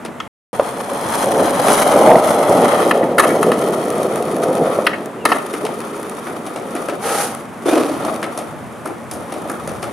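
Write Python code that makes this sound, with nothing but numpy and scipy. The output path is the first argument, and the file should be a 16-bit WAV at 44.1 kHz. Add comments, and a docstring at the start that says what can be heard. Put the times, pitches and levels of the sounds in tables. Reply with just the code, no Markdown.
"""A skateboard, almost still, knocks twice; a short silence follows. Over town noise and a building's hum,
the rider pushes across asphalt: stones ring his deck and crackle under his wheels, while a second board,
carrying the microphone, rumbles close by. He ollies up a curb (2.9 s), then a flight of steps (4.9 s);
building and risers echo the clacks, and the near board coasts to rest. He slides (7 s), skids round on
juddering, squeaking urethane (7.6 s) and clunks away over paving joints."""
import sys
import numpy as np
from scipy import signal
from scipy.fft import rfft, irfft
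from scipy.io import wavfile

SR = 44100
rng = np.random.default_rng(int(sys.argv[2]) if len(sys.argv) > 2 else 0)


def dump(signal):
    """Clip the signal to [-1, 1] and save it as 16-bit WAV at the path in sys.argv[1]."""
    limited = np.clip(np.atleast_2d(signal).T, -1, 1)
    pcm = np.round(limited * 32767).astype(np.int16)
    wavfile.write(sys.argv[1], SR, pcm)


N = 437472
TIME_S = np.arange(N) / SR

# Spectra. Each row: frequency in Hz, density in dB.
TOWN_SPECTRUM = [(30, -46), (100, -7), (160, 1), (900, -1.5), (2000, -11.5), (3400, -23.5), (4500, -31),
                 (10000, -26), (15000, -41)]
GRIT_SPECTRUM = [(2000, -11.5), (3500, -10.5), (5200, -9.5), (6100, -6), (7900, -11.5), (8900, -2.5),
                 (10500, -1), (12000, -10), (16000, -28.5)]
THUD_SPECTRUM = [(30, -35), (150, -16.5), (600, 2), (1300, -2), (5000, -80)]
BOOM_SPECTRUM = [(30, -50), (105, -16), (160, -5), (230, -0.5), (325, 0), (420, -3.5), (650, -7.5),
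                 (2000, -55)]
ROLLING_SPECTRUM = [(400, -44), (700, 4), (1080, 1), (1270, 3.5), (1620, -6), (1770, -6.5), (2700, -14.5),
                    (3250, -13), (8000, -37)]
# Resonances. Each row: frequency in Hz, bandwidth in Hz, gain in dB.
CLUNK_MODES = [(325, 80, 9.5), (700, 160, 6.5), (1270, 240, 2), (2100, 1370, -6.5)]
STEP_MODES = [(1780, 400, -16.5), (2370, 200, -16)]
DECK_MODES = [(294, 62, 2), (657, 290, 1.5), (1280, 150, 10), (1560, 140, -4), (1760, 130, 5),
              (2180, 170, -2.5), (2540, 170, -5), (3210, 240, -8.5), (3830, 220, -12), (5170, 2600, -19.5)]
WHEEL_MODES = [(466, 90, -2), (604, 59.4, 3), (790, 172, -3)]
SLIDE_MODES = [(470, 52, 5), (804, 72, 5), (1275, 122, 1.5), (1850, 1400, -12)]
SKID_MODES = [(268, 38, -4), (328, 55, 2), (495, 110, -6), (635, 140, -8), (1240, 320, -16.5),
              (2100, 1400, -28)]

# Air on the microphone ports. Each row: time in seconds, level in dB.
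BREEZE_LEVELS = [(0.6, -44.5), (2.2, -35.5), (3, -53), (6.5, -55), (7.8, -46), (9.6, -40.5)]
# Joints and pebbles. Each row: start in seconds, clunk level in dB, tick level in dB.
JOINTS = [(0.049, -20, -30.5), (1.6825, -9, -16), (4.4338, -18.5, -24.5), (5.537, -16.5, -27),
          (5.65, -14.5, -26), (6.268, -20.5, -35), (6.464, -22.5, -30), (6.5593, -18, -31.5),
          (6.7506, -17, -27.5), (6.885, -13, -28), (8.0484, -16.5, -25.5), (8.2275, -14.5, -26),
          (8.3748, -17, -22), (8.8562, -16, -28), (9.112, -19.5, -22), (9.3217, -17, -28),
          (9.4967, -16.5, -26), (9.6743, -19, -26.5), (9.8271, -16.5, -27.5)]
# The building draws nearer. Each row: time in seconds, echo delay in ms.
ECHO_DELAYS = [(2.9, 118), (4.87, 62), (7, 42)]
# Soft wheel knocks in cracks. Each row: start in seconds, level in dB.
THUDS = [(0.061, -18.5), (0.596, 4), (1.683, -1), (1.959, 5), (2.734, 0.5), (3.255, 0), (3.353, -2),
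         (4.787, -1.5), (7.769, -5), (8.854, -15)]
# Further blows on the deck: a tail tap, rattles around the landings, and the front and rear wheels crossing a
# joint (3.43 s, 3.52 s). Each row: start in seconds, level in dB, crack level in dB, contact in seconds, tilt
# in dB per octave.
DECK_HITS = [(0.2, -9, -60, 0.0034, 3.5), (3.229, -8, -35, .022, -1.5), (3.428, -0.5, -22.5, 0.0023, -1),
             (3.516, -1.5, -28, 0.0023, -1), (5.287, -12, -36, .025, -4)]
# The near board is pushed, then slows. Each row: time in seconds, rumble level in dB.
NEAR_LEVELS = [(0.53, -26.5), (0.8, -28), (1.13, -24), (1.37, -13), (1.45, -19.5), (1.7, -14.5),
               (1.82, -17), (1.94, -11.5), (2.12, -8.3), (2.23, -12), (3.4, -15.5), (4.35, -18),
               (4.67, -16.5), (4.85, -21.5), (5.07, -29)]
# Wheel roar. Each row: time in seconds, centre in Hz, share of the rumble in dB.
ROAR_PACE = [(1.6, 550, -1.34), (2.1, 620, -0.5), (3.7, 484.7, -2), (4.75, 528, -1.5), (5.9, 400.6, -2.5),
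             (7.2, 572, -3.5)]
# The rider passes and rides off. Each row: time in seconds, distance in metres.
RIDER_DISTANCES = [(0.53, 8.7), (1.2, 4.2), (1.78, 2.48), (2.2, 3.4), (2.9, 4.16), (3.55, 6.8), (6.4, 10.8)]
# He nearly stalls after the slide and at the wall. Each row: time in seconds, speed in m/s.
RIDER_SPEEDS = [(0.53, 3.9), (1.8, 4.97), (5.6, 3.6), (6.4, 2.67), (7.33, 3.1), (7.52, 0.87), (7.75, 3.1),
                (8.25, 2.8), (8.7, 1.05), (9.05, 0.96), (9.4, 2.57)]
# He bears down to push, crouch or turn. Each row: centre in seconds, extra ring in dB, extra grit in dB.
PRESSES = [(1.17, 1.5, 3.5), (1.75, 1.5, 4.5), (2.74, 4.5, 1), (4.7, 2.5, 0), (6.78, 4.5, 4),
           (8.08, 8.5, 5)]
# Two near reflections. Each row: time in seconds, first delay in ms, second delay in ms.
REFLECTION_DELAYS = [(0.7, 0.93, 1.17), (1.55, 1.0, 1.22), (2.2, 0.94, 1.41), (2.9, 0.98, 1.58),
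                     (4.8, 0.86, 1.61)]
# Ollies. Each row: tail pop in seconds, its level in dB, landing in seconds, its level in dB,
# second truck down in seconds, its level in dB, its crack level in dB.
OLLIES = [(2.909, 0.5, 3.181, 1, 3.194, 2.5, -18), (4.866, 2.5, 5.2515, 2.5, 5.316, 0, -32)]
# Ollie contacts. Each: crack relative to the hit in dB, contact in seconds, tilt in dB per octave.
POP = (-27, 0.0049, 1.4)
TOUCHDOWN = (-22, 0.0061, 0)
SHAKE = (-25, .028, -3)
# One wheel on a narrow joint or grain. Each row: start in seconds, level in dB.
TICKS = [(3.677, -21), (3.7065, -23), (3.9028, -14), (4.0312, -15.5), (4.158, -13.5), (4.225, -15.5),
         (4.365, -19), (4.552, -14.5), (5.0583, -21), (5.4627, -21), (5.804, -20), (6.0297, -22),
         (6.0962, -17.5), (7.349, -13), (8.161, -19.5)]
# Bushing and wheel squeaks. Each row: start and length in seconds, first and last pitch in Hz, level in dB.
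SQUEAKS = [(5.19, .07, 2980, 2560, -41), (7.655, .07, 3480, 3680, -32), (7.675, .09, 2340, 2560, -32),
           (8.05, .115, 648, 638, -22)]
# Sideways scrapes. Each: start, attack, hold and release in seconds, ring, hiss and hiss swell in dB.
SLIDE_STROKE = (7.0, .062, .168, .055, -19.6, -27.2, 5)
SKID_STROKE = (7.645, 0.0369, .1, 0.1453, -12, -29, -3.5)

SILENCE_START_S, SILENCE_END_S = .278, .53
TERRACE_S = OLLIES[-1][2]  # he lands above the steps


def from_db(db):
    """Decibels to gain."""
    return 10 ** (np.asarray(db) / 20)


def unit_rms(x):
    """Scale to unit rms."""
    return x / np.sqrt(np.mean(x ** 2) + 1e-20)


def curves(rows):
    """One linearly interpolated curve per value column."""
    times_s, *columns = np.transpose(rows)
    return [np.interp(TIME_S, times_s, column) for column in columns]


def drift(rate_hz):
    """Slow random curve of unit rms."""
    knots = rng.standard_normal(4096)
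    return unit_rms(np.interp(TIME_S * rate_hz, np.arange(len(knots)), knots))


def colour(x, spectrum, size=4096):
    """Minimum-phase filter with the given spectrum."""
    hz, db = np.transpose(spectrum)
    bins_hz = np.maximum(np.arange(size // 2 + 1) * SR / size, 1)
    gains = from_db(np.interp(np.log(bins_hz), np.log(hz), db))
    cepstrum = irfft(np.log(gains))
    cepstrum[1:size // 2] *= 2
    cepstrum[size // 2 + 1:] = 0
    response = irfft(np.exp(rfft(cepstrum)))
    return signal.oaconvolve(np.atleast_2d(x), response[None], axes=1)[:, :x.shape[-1]]


def resonate(x, modes):
    """Parallel resonances of alternating sign."""
    out = 0
    for k, (hz, width_hz, db) in enumerate(modes):
        r = np.exp(-np.pi * width_hz / SR)
        poles = [1, -2 * r * np.cos(2 * np.pi * hz / SR), r * r]
        gain = (-1) ** k * from_db(db) * (1 - r * r) / 2
        out = out + gain * signal.lfilter([1, 0, -1], poles, x + 1e-18)
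    return out


def butter(x, hz, kind, order=2):
    """Butterworth low- or high-pass."""
    return signal.sosfilt(signal.butter(order, hz, kind, fs=SR, output="sos"), x)


def widen(pair, side_db):
    """Mid and side to stereo."""
    return pair[0] + from_db(side_db) * pair[1] * np.array([[1], [-1]])


def noise(samples, side_db):
    """Stereo white noise."""
    return widen(rng.standard_normal((2, samples)), side_db)


def delayed(x, ms):
    """Moving delay on both channels."""
    return np.array([np.interp(TIME_S - ms / 1000, TIME_S, channel, left=0) for channel in x])


def add(track, start_s, sound):
    """Mix a short sound into the track."""
    start = round(start_s * SR)
    track[:, start:start + sound.shape[1]] += sound[:, :track.shape[1] - start]


def background(town_db=-33.5, hum_hz=228.8, hum_width_hz=19, hum_db=-38.5):
    """Distant town, the building's ventilation hum, air on the microphone ports."""
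    town = unit_rms(colour(noise(N, side_db=-8), TOWN_SPECTRUM))
    hum = unit_rms(resonate(noise(N, side_db=-35.5), [(hum_hz, hum_width_hz, 0)]))
    breeze = butter(noise(N, side_db=-3.5), 153, "low", order=3)
    breeze = unit_rms(butter(breeze, 94, "high", order=4))
    breeze_db = curves(BREEZE_LEVELS)[0] + 3 * drift(14)
    return town * from_db(town_db) + hum * from_db(hum_db) + breeze * from_db(breeze_db)


def impact(modes, ring_db, crack_db, contact_s, rise_s, fall_s, rattle_db, rattle_s):
    """Wood, trucks and wheels land in a tight cluster of contacts; the hardware rattles on."""
    t = np.arange(SR // 5) / SR
    force = np.minimum(t / rise_s, 1) * np.exp(-np.maximum(t - contact_s, 0) / fall_s)
    rattle = from_db(rattle_db) * np.exp(-t / rattle_s)
    contacts = noise(len(t), side_db=-12.5)
    wood = from_db(ring_db) * unit_rms(resonate(contacts * (force + rattle), modes))
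    crack = from_db(crack_db) * unit_rms(colour(contacts * (force + .5 * rattle), GRIT_SPECTRUM))
    return (wood + crack) * np.sqrt(np.mean(force ** 2))


def joint_clunk(level_db, tick_db, speed_m_s, plain_m_s=2.8, skew_s=.009, hollow_s=.038):
    """Two wheels drop in, each followed by a hollow knock; slower means duller, with a longer rattle."""
    out = np.zeros((2, SR // 4))
    slowness = min(plain_m_s / speed_m_s, np.sqrt(2))
    tilt_db_oct = -3 * np.log2(slowness)
    second_s = skew_s * slowness * rng.uniform(.5, 2)
    for start_s, db in ((0, 0), (second_s, -5)):
        modes = struck_modes(CLUNK_MODES, tilt_db_oct, spread_db=3)
        wheel = impact(modes, level_db + db, tick_db + db, contact_s=.003, rise_s=.0008, fall_s=.003,
                       rattle_db=-2.5 + 20 * np.log10(slowness), rattle_s=.03 * slowness)
        add(out, start_s, wheel)
        add(out, start_s + hollow_s, from_db(-1) * butter(wheel, 850, "low"))
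    return out


def struck_modes(modes, tilt_db_oct, spread_db):
    """Tilt and scatter the mode gains: each spot rings in its own way."""
    return [(hz, width_hz, db + tilt_db_oct * np.log2(hz) + spread_db * rng.standard_normal())
            for hz, width_hz, db in modes]


def building_echo(x, t60_s=.24, tail_db=-16, echo_db=-15.5, smear_s=.014, lowpass_hz=3200):
    """A smeared echo, sooner and louder as the building nears, and a dull tail."""
    def convolve(sound, response):
        return signal.oaconvolve(sound, response / np.linalg.norm(response[0]), axes=1)[:, :N]

    echo_ms, = curves(ECHO_DELAYS)
    t = np.arange(SR) / SR
    smear = rng.standard_normal((2, SR)) * np.exp(-t / smear_s)
    tail = rng.standard_normal((2, SR)) * from_db(-60 * t / t60_s) * (t > .008)
    nearness = np.mean(echo_ms) / echo_ms
    echo = from_db(echo_db) * nearness * convolve(delayed(x, echo_ms), smear)
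    return butter(echo + from_db(tail_db) * convolve(x, tail), lowpass_hz, "low")


def wheel_thuds(ring_hz=570, ring_s=.0025, shake_s=.011, trim_db=-1):
    """A soft wheel in a crack gives the deck a short knock and a shake."""
    out, t = np.zeros((2, N)), np.arange(SR // 10) / SR
    knock = .15 * np.sin(2 * np.pi * ring_hz * t) * np.exp(-t / ring_s)
    for start_s, level_db in THUDS:
        shake = .11 * rng.standard_normal(len(t)) * np.exp(-t / shake_s)
        thud = colour(knock + shake, THUD_SPECTRUM)
        add(out, start_s, thud / np.abs(thud).max() * from_db(level_db + trim_db))
    return out


def steps_echo(x, tread_ms=3.7):
    """While he is below them, four risers return each clack as a ringing flutter."""
    echo_ms, = curves(ECHO_DELAYS)
    below = x * (TIME_S < TERRACE_S)
    return resonate(sum(delayed(below, echo_ms + tread_ms * k) for k in range(4)), STEP_MODES)


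def deck_hit(level_db, crack_rel_db, contact_s, tilt_db_oct):
    """One blow rings the whole deck."""
    modes = struck_modes(DECK_MODES, tilt_db_oct, spread_db=2)
    return impact(modes, level_db - 7, level_db + crack_rel_db + 4, contact_s,
                  rise_s=.0019, fall_s=.0041, rattle_db=-18.5, rattle_s=.068)


def clacks(shake_after_s=.028, shake_db=-12.5):
    """Ollies (tail pop, two trucks landing, a shake), further deck blows, joint clunks and wheel ticks."""
    out = np.zeros((2, N))
    for pop_s, pop_db, land_s, land_db, truck_s, truck_db, crack_db in OLLIES:
        add(out, pop_s, deck_hit(pop_db, *POP))
        add(out, land_s, deck_hit(land_db, *TOUCHDOWN))
        add(out, truck_s, deck_hit(truck_db, crack_db - truck_db, contact_s=.0092, tilt_db_oct=-1.5))
        add(out, truck_s + shake_after_s, deck_hit(truck_db + shake_db, *SHAKE))
    for start_s, level_db, crack_db, contact_s, tilt_db_oct in DECK_HITS:
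        add(out, start_s, deck_hit(level_db, crack_db - level_db, contact_s, tilt_db_oct))
    for start_s, level_db, tick_db in JOINTS:
        speed_m_s = np.interp(start_s, *np.transpose(RIDER_SPEEDS))
        add(out, start_s, joint_clunk(level_db, tick_db, speed_m_s))
    return butter(out + wheel_ticks(), 140, "high")


def road(stones_per_s, spread_db, sand_db, side_db):
    """Uneven stones strike the wheels, over the smooth noise of fine sand."""
    sizes = from_db(spread_db * np.minimum(rng.exponential(1, N), 4)) * rng.choice([-1, 1], N)
    stones = unit_rms(sizes * (rng.random(N) < stones_per_s / SR))
    sand = rng.standard_normal((2, N))
    return widen([unit_rms(stones + from_db(sand_db) * sand[0]), sand[1]], side_db)


def rumble_level_db(ring_db, coast_db_per_s=9, terrace_db=-19.5):
    """The near board until it coasts to rest, plus the rider's once on the terrace."""
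    coasting_s = np.maximum(TIME_S - NEAR_LEVELS[-1][0], 0)
    near = from_db(curves(NEAR_LEVELS)[0] - coast_db_per_s * coasting_s)
    terrace = (TIME_S > TERRACE_S) * from_db(terrace_db + ring_db)
    return 20 * np.log10(np.hypot(near, terrace))


def rumble(level_db, base_roar_hz=600, shudder_db=1.6):
    """The deck booms and the wheels roar; faster rolling raises the roar's pitch."""
    centre_hz, share_db = curves(ROAR_PACE)
    share = from_db(share_db)
    boom = unit_rms(colour(road(500, spread_db=3.5, sand_db=-3, side_db=-35), BOOM_SPECTRUM))
    roar = resonate(road(900, spread_db=2.5, sand_db=-4, side_db=-29), WHEEL_MODES)
    roar = butter(butter(roar, 1020, "low", order=3), 210, "high")
    read_index = np.cumsum(centre_hz / base_roar_hz) % N
    roar = unit_rms(np.array([np.interp(read_index, np.arange(N), channel) for channel in roar]))
    return from_db(level_db + shudder_db * drift(28)) * (share * roar + np.sqrt(1 - share ** 2) * boom)


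def rider_gains_db(press_s=.1, lift_db=3, spin_down_db_per_s=20, landing_db=2.5, recover_s=.34):
    """Ring and grit gains: speed over distance, raised by his weight, fading in the air."""
    (distance_m,), (speed_m_s,) = curves(RIDER_DISTANCES), curves(RIDER_SPEEDS)
    ring_db = grit_db = 20 * np.log10(speed_m_s / distance_m)
    for centre_s, extra_ring_db, extra_grit_db in PRESSES:
        weight = np.exp(-((TIME_S - centre_s) / press_s) ** 2)
        ring_db = ring_db + extra_ring_db * weight
        grit_db = grit_db + extra_grit_db * weight
    for pop_s, _, land_s, *_ in OLLIES:
        airborne = (TIME_S > pop_s) & (TIME_S < land_s)
        dip_db = airborne * (lift_db + spin_down_db_per_s * (TIME_S - pop_s))
        load_db = (TIME_S >= land_s) * landing_db * np.exp(-np.abs(TIME_S - land_s) / recover_s)
        ring_db = ring_db + load_db - dip_db
        grit_db = grit_db + load_db - 1.7 * dip_db
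    return ring_db, grit_db


def rider_rolling(ring_db, grit_db, ring_base_db=-24.3, grit_base_db=-33.5, reflection_gain=.25):
    """Rough ground rings the deck and crackles; near reflections sweep a comb as he passes."""
    patches = from_db(2 * drift(90) - .35)
    deck = unit_rms(colour(road(1200, spread_db=3, sand_db=-1, side_db=-4.5), ROLLING_SPECTRUM))
    grit = unit_rms(colour(road(2000, spread_db=4.5, sand_db=-3, side_db=-7.5), GRIT_SPECTRUM))
    direct = (deck * from_db(ring_base_db + ring_db) + grit * from_db(grit_base_db + grit_db)) * patches
    return direct + reflection_gain * sum(delayed(direct, ms) for ms in curves(REFLECTION_DELAYS))


def loose_grit(grit_db, grains_per_s=22, base_db=-21, decay_s=.0015):
    """Single grains snap under the rider's wheels."""
    snaps = (rng.random(N) < grains_per_s / SR) * rng.random(N)
    bursts = signal.lfilter([1], [1, -np.exp(-1 / (decay_s * SR))], snaps + 1e-18)
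    return unit_rms(colour(rng.standard_normal(N), GRIT_SPECTRUM)) * bursts * from_db(base_db + grit_db)


def wheel_ticks(decay_s=.0019, wood_db=-2):
    """One wheel snaps over a narrow joint or grain; the deck rings briefly."""
    out, t = np.zeros((2, N)), np.arange(SR // 20) / SR
    for start_s, level_db in TICKS:
        contact = noise(len(t), side_db=-12) * np.exp(-t / decay_s)
        snap = unit_rms(colour(contact, GRIT_SPECTRUM))
        wood = from_db(wood_db) * unit_rms(resonate(contact, DECK_MODES))
        add(out, start_s, (snap + wood) / np.abs(snap).max() * from_db(level_db))
    return out


def squeaks(waver=.0121):
    """Rubbing urethane catches on one wavering note."""
    out = np.zeros(N)
    for start_s, length_s, first_hz, last_hz, level_db in SQUEAKS:
        progress = np.clip((TIME_S - start_s) / length_s, 0, 1)
        hz = (first_hz + (last_hz - first_hz) * progress) * (1 + waver * drift(200))
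        out += from_db(level_db) * np.sin(np.pi * progress) * np.sin(2 * np.pi * np.cumsum(hz) / SR)
    return out


def scrape(stroke, modes, slips_per_s, throb_depth, throb_hz, pitch_wander):
    """Urethane sticks and slips in uneven throbs, ringing the board and grinding grit."""
    start_s, attack_s, hold_s, release_s, ring_db, hiss_db, swell_db = stroke
    held_s = TIME_S - start_s - attack_s
    envelope = np.clip(1 + held_s / attack_s, 0, 1) * np.exp(-np.maximum(held_s - hold_s, 0) / release_s)
    hiss_db = hiss_db + swell_db * np.clip(held_s / hold_s, 0, 1)
    rate_hz = throb_hz * (1 + .1595 * drift(25))
    throbs = 1 + throb_depth * np.sin(2 * np.pi * np.cumsum(rate_hz) / SR)
    ring = unit_rms(resonate(road(slips_per_s, spread_db=0, sand_db=-1, side_db=-12.5), modes))
    ring = delayed(ring, ms=1000 * pitch_wander * np.cumsum(drift(30)) / SR)
    hiss = unit_rms(colour(road(4000, spread_db=2, sand_db=1, side_db=-3), GRIT_SPECTRUM))
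    return envelope * throbs * (ring * from_db(ring_db) + hiss * from_db(hiss_db))


def slide_and_skid():
    """A hissing slide, then a deep judder of wandering pitch in the turn."""
    slide = scrape(SLIDE_STROKE, SLIDE_MODES, 1700, throb_depth=.17, throb_hz=35.5, pitch_wander=0)
    skid = scrape(SKID_STROKE, SKID_MODES, 410, throb_depth=.26, throb_hz=43.75, pitch_wander=.05)
    return butter(slide + skid, 105, "high", order=4)


def scene():
    """Both boards and the background, the rider slightly left."""
    hits = clacks()
    moving = TIME_S > SILENCE_START_S
    ring_db, grit_db = rider_gains_db()
    wheels = rider_rolling(ring_db, grit_db) + loose_grit(grit_db) + squeaks()
    rider = (wheels * moving + hits + building_echo(hits) + steps_echo(hits)) * from_db([[.9], [-.9]])
    rumbling = rumble(rumble_level_db(ring_db)) * moving
    return rider + rumbling + slide_and_skid() + wheel_thuds() + background()


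def record(dry):
    """A short silence, clipped peaks, a steep treble cut."""
    cutoff_hz = 15600
    audible = (TIME_S < SILENCE_START_S) | (TIME_S > SILENCE_END_S)
    clipped = np.clip(dry * audible, -1, 1)
    return signal.sosfilt(signal.ellip(10, .1, 70, cutoff_hz, fs=SR, output="sos"), clipped)


dry = scene()
out = record(dry)
dump(out)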